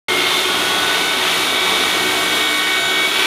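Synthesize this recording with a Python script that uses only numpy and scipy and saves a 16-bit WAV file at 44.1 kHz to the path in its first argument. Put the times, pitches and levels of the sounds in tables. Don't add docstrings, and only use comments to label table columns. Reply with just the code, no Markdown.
import sys
import numpy as np
from scipy import signal
from scipy.fft import rfft, irfft, next_fast_len
from scipy.io import wavfile
from scipy.ndimage import uniform_filter1d

SR = 44100
rng = np.random.default_rng(int(sys.argv[2]) if len(sys.argv) > 2 else 0)


def unload_wav(signal):
    wavfile.write(
        sys.argv[1],
        SR,
        np.round(np.clip(np.atleast_2d(signal).T, -1, 1) * 32767).astype(np.int16),
    )


N = 143766

PINION, WHEEL, BLADE_TEETH = 6, 36, 24
RATTLE = 9 / 11
WAVER_DB, WAVER_HZ = 5, 4.03
FLUTTER_DB, FLUTTER_HZ = 2, 24.9
STRONG_FLUTTER_DB = 0.7


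def undb(db):
    return 10 ** (np.asarray(db) / 20)


def unit(x):
    return x / np.sqrt(np.mean(x ** 2))


def walk(rate_hz):
    hold = int(SR / rate_hz)
    steps = np.repeat(rng.standard_normal(400), hold)[:N]
    return 1.395 * uniform_filter1d(uniform_filter1d(steps, hold), hold)


def curves(table):
    rows = np.array(table)
    time = np.arange(N) / SR
    return [np.interp(time, rows[:, 0], column) for column in rows.T[1:]]


def tone(turns, db):
    return np.sqrt(2) * undb(db) * np.sin(2 * np.pi * (turns + rng.random()))


def strong_tones(phases, levels):
    return sum(tone(phase, db + STRONG_FLUTTER_DB * walk(FLUTTER_HZ))
               for phase, db in zip(phases, levels))


# (time [s], shaft speed [Hz], then level [dB rms] before flutter of blade teeth,
# shaft multiple 5, gear mesh, shaft multiple 9, rattle multiple 12, shaft multiple 10)
MOTOR_CURVES = [(0.1, 354.5, -46, -44, -24, -31, -32, -37), (0.2, 355.3, -50, -46, -24.5, -38, -34, -33),
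                (0.35, 358.6, -34, -46, -27, -39, -30, -26.5), (0.5, 364.7, -31, -48, -32, -33, -29, -39),
                (0.65, 367.8, -28, -42, -36, -30, -41, -43), (0.74, 369.6, -27, -40, -40, -24.5, -36, -42),
                (0.81, 371.7, -25, -38, -43, -29, -29, -40), (0.93, 372.5, -24, -36, -29, -42, -27, -43),
                (1.1, 373.2, -27, -39, -28, -42, -30, -36), (1.25, 375.8, -37, -44, -29, -34, -33, -38),
                (1.4, 379, -36, -39, -29, -39, -29, -32), (1.55, 378.3, -33, -38, -26, -30, -27, -32),
                (1.7, 378.2, -37, -34, -26, -29, -25, -35), (1.85, 377.1, -32, -33, -26, -32, -28, -31),
                (2.0, 374.6, -34, -34, -26, -37, -36, -38), (2.15, 374.2, -36, -35, -26, -35, -35, -37),
                (2.3, 373.6, -29, -34, -25, -31, -29, -35), (2.45, 373.3, -31, -31, -22, -34, -31, -28),
                (2.6, 373.2, -26, -30, -23, -32, -32, -27), (2.75, 373.7, -28, -29, -22, -41, -36, -29),
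                (2.9, 373.7, -25, -35, -25, -27, -32, -27), (2.99, 374.3, -33, -32, -20, -27, -34, -29),
                (3.055, 375.2, -32, -33, -16, -26, -36, -28), (3.105, 376.5, -45, -43, -30, -29, -41, -30),
                (3.19, 380.2, -27, -34, -25, -32, -37, -32), (3.25, 383.2, -27, -32, -21, -31, -38, -32)]


def main_tones(turns):
    teeth = BLADE_TEETH * turns * PINION / WHEEL
    mesh = PINION * turns
    phases = [teeth, 5 * turns, mesh, 9 * turns, 12 * RATTLE * turns, 10 * turns]
    return strong_tones(phases, curves(MOTOR_CURVES)[1:])


# (time [s], then level [dB rms] before flutter of teeth + blade turn,
# mesh - blade turn, mesh + blade turn, shaft multiple 8, multiple 9 + blade turn, rattle,
# rattle multiple 32, shaft, multiple 9 - 2 blade turns, multiple 14)
COMPANION_LEVELS = [(0.1, -33, -47, -28, -47, -47, -40, -56, -35, -49, -52),
                    (0.2, -34, -41, -26.5, -38, -44, -33, -49, -30, -47, -48),
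                    (0.35, -38, -41, -32, -39, -47, -37, -60, -40, -37, -50),
                    (0.52, -47, -44, -41, -45, -47, -43, -55, -29, -29, -54),
                    (0.8, -49, -47, -41, -38, -44, -37, -52, -42, -42, -52),
                    (1.05, -42, -32, -34, -35, -46, -35, -55, -48, -40, -54),
                    (1.3, -40, -41, -38, -38, -38, -39, -53, -38, -42, -54),
                    (1.55, -43, -38, -40, -35, -31, -40, -46, -44, -40, -47),
                    (1.8, -48, -37, -38, -34, -38, -39, -53, -39, -41, -48),
                    (2.05, -34, -34, -44, -33, -41, -33, -47, -32, -34, -49),
                    (2.3, -31.5, -43, -42, -33, -47, -36.5, -55, -36, -39, -45),
                    (2.55, -40, -45, -38, -34, -40, -33, -60, -43, -40, -45),
                    (2.8, -31.5, -42, -42, -32, -47, -42, -60, -38, -41, -54),
                    (3.04, -32.5, -38, -47, -35, -47, -34.5, -60, -40, -45, -42),
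                    (3.17, -34, -38, -40, -34, -45, -36, -60, -36, -40, -39),
                    (3.25, -39, -38, -25, -32, -44, -35, -60, -33, -42, -36)]


def companion_tones(turns):
    blade, rattle = turns * PINION / WHEEL, turns * RATTLE
    teeth, mesh = BLADE_TEETH * blade, PINION * turns
    phases = [teeth + blade, mesh - blade, mesh + blade, 8 * turns, 9 * turns + blade,
              rattle, 32 * rattle, turns, 9 * turns - 2 * blade, 14 * turns]
    return strong_tones(phases, curves(COMPANION_LEVELS))


# (shaft multiple, level [dB rms])
WEAK_MULTIPLES = [(2, -49.5), (3, -43), (11, -66), (12, -49)]
# (shaft multiple, blade turns added [rounded when played], level [dB rms])
WOBBLE_TONES = [(2, -1, -48), (3, 0.56, -45), (5, 1, -46.5), (6, 2, -55), (8, -1, -63), (9, -1, -39)]


def weak_tones(turns, sways):
    blade = turns * PINION / WHEEL
    voices = [(multiple * turns, db) for multiple, db in WEAK_MULTIPLES]
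    voices += [(multiple * turns + round(added) * blade, db) for multiple, added, db in WOBBLE_TONES]
    return sum(tone(phase, db + sway) for (phase, db), sway in zip(voices, sways))


# (shaft multiple, level [dB rms] when fully grown, before the sway)
UPPER_TONES = [(13, -52), (15, -49), (16, -50), (18, -49), (19, -45), (20, -47), (24, -45), (25, -49),
               (26, -50), (29, -51), (30, -49), (33, -54), (34, -48.5), (35, -52), (37, -57), (38, -50),
               (39, -55), (40, -56)]
# (time [s], level [dB])
UPPER_RISE = [(.1, -9), (1.3, -7), (1.7, -4), (2.05, 0)]
UPPER_JITTER_TURNS, UPPER_JITTER_HZ = 0.004, 29.87
UPPER_SWAY_SHARE = 0.55


def upper_whine(turns, sways):
    uneven = turns + UPPER_JITTER_TURNS * walk(UPPER_JITTER_HZ)
    upper = sum(tone(multiple * uneven, db + UPPER_SWAY_SHARE * sway)
                for (multiple, db), sway in zip(UPPER_TONES, sways))
    return upper * undb(curves(UPPER_RISE)[0])


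def whine(turns):
    flutter = [FLUTTER_DB * walk(FLUTTER_HZ) for _ in range(6)]
    waver = [WAVER_DB * walk(WAVER_HZ) for _ in range(7)]
    sways = [waver[i % 7] + flutter[i % 6] for i in range(len(UPPER_TONES))]
    strong = main_tones(turns) + companion_tones(turns)
    return strong + weak_tones(turns, sways) + upper_whine(turns, sways)


# (frequency [Hz], density [dB per Hz])
ROAR_COLOUR = [(15, -69), (25, -39), (50, -34.5), (100, -25), (147, -25.5), (214, -14), (280, -10),
               (400, -8.5), (519, -12), (679, -10), (1100, -8), (1400, -7.5), (1690, -11.5), (2040, -8),
               (2400, -6), (2800, -8), (3300, -6.5), (3700, -6.5), (4200, -11), (4950, -17.5),
               (6500, -19.5), (7820, -23.5), (9690, -21), (11000, -24.5), (13000, -27), (15300, -31.5)]
# (frequency [Hz], width [Hz], gain [dB])
STAND_AND_ROOM = [(72.5, 14, 9), (89.4, 16, 8), (121, 5.4, 12.5), (178.5, 11.3, 12), (248.4, 13, 4.5),
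                  (304, 9.9, 7.5), (373, 35, 2.5), (440, 36, 5.5), (670, 75, 4), (768, 17, 4),
                  (896, 32, 5.5), (1302, 35, 5), (225, 10, -10), (540, 17, -1.5), (2400, 140, -4),
                  (2795, 75, -0.5), (3400, 170, 0.5), (6330, 200, 2), (9460, 120, 4), (9700, 170, 2)]
# (time [s], bass level [dB], middle level [dB] before its trim,
# treble level [dB])
ROAR_LEVELS = [(.1, -26.5, -19.5, -29), (.3, -28, -18, -28.5), (.8, -27, -18, -28),
               (1.3, -28.5, -18.5, -28.5), (1.8, -26.5, -19, -29), (2.2, -28, -19, -29),
               (2.6, -30, -19, -30), (3.0, -30.5, -20, -30), (3.12, -31, -21, -30.5), (3.2, -29, -18, -30)]
BASS_HZ, TREBLE_HZ = 900, 4500
MIDDLE_TRIM_DB = -2.5
SHAFT_PULSE, BLADE_PULSE = 0.17, 0.069
TREBLE_PULSE_SHARE = 0.4
SWELL_DB, SWELL_HZ = 0.5, 5.0
FLICKER_DB, FLICKER_HZ = 0.7, 14.0


def roar(turns):
    size = next_fast_len(N)
    hz = np.arange(size // 2 + 1) * SR / size + 1
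    colour = np.array(ROAR_COLOUR)
    db = np.interp(np.log(hz), np.log(colour[:, 0]), colour[:, 1])
    db += sum(gain / (1 + (2 * (hz - centre) / width) ** 2) for centre, width, gain in STAND_AND_ROOM)
    noise = rfft(rng.standard_normal(size)) * undb(db)

    low = 1 / (1 + (hz / BASS_HZ) ** 4)
    high = 1 / (1 + (TREBLE_HZ / hz) ** 8)
    swell = SWELL_DB * walk(SWELL_HZ)
    bands = []
    for weight, level in zip((low, 1 - low - high, high), curves(ROAR_LEVELS)):
        band = unit(irfft(noise * weight, size)[:N])
        bands.append(band * undb(level + swell + FLICKER_DB * walk(FLICKER_HZ)))
    bass, middle, treble = bands

    pulse = SHAFT_PULSE * np.sin(2 * np.pi * turns)
    pulse += BLADE_PULSE * np.sin(2 * np.pi * turns * PINION / WHEEL)
    middle = (1 + pulse) * undb(MIDDLE_TRIM_DB) * middle
    return bass + middle + (1 + TREBLE_PULSE_SHARE * pulse) * treble


# (frequency [Hz], level [dB rms])
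VACUUM_TONES = [(119.5, -50.5), (181, -46), (777, -44), (1118, -37), (1301, -44.5), (1350, -42.5),
                (1490, -42.5), (1863, -45), (9455, -47), (10489, -65)]
# (time [s], level [dB rms])
VACUUM_HUM_LEVEL = [(.42, -32), (.85, -46), (1.25, -38), (2.9, -39)]
VACUUM_HUM_HZ = 372.3
VACUUM_DRIFT, VACUUM_DRIFT_HZ = 0.0006, 6.11
VACUUM_WAVER_DB, VACUUM_WAVER_HZ = 3.5, 18.0


def vacuum():
    clock = np.cumsum(1 + VACUUM_DRIFT * walk(VACUUM_DRIFT_HZ)) / SR
    hum_db = curves(VACUUM_HUM_LEVEL)[0] + FLUTTER_DB * walk(VACUUM_WAVER_HZ)
    hum = tone(VACUUM_HUM_HZ * clock, hum_db)
    return hum + sum(tone(hz * clock, db + VACUUM_WAVER_DB * walk(VACUUM_WAVER_HZ))
                     for hz, db in VACUUM_TONES)


def scene():
    shaft_hz = curves(MOTOR_CURVES)[0]
    turns = np.cumsum(shaft_hz) / SR
    mono = whine(turns) + roar(turns) + vacuum()
    return np.tile(mono, (2, 1))


START_S, FADE_S = 0.083, 0.0019
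TOP_HZ = 15290


def record(dry):
    gate = np.clip((np.arange(N) / SR - START_S) / FADE_S, 0, 1)
    low_pass = signal.ellip(16, 0.2, 60, TOP_HZ, fs=SR, output="sos")
    return signal.sosfilt(low_pass, dry * gate)


dry = scene()
out = record(dry)
unload_wav(out)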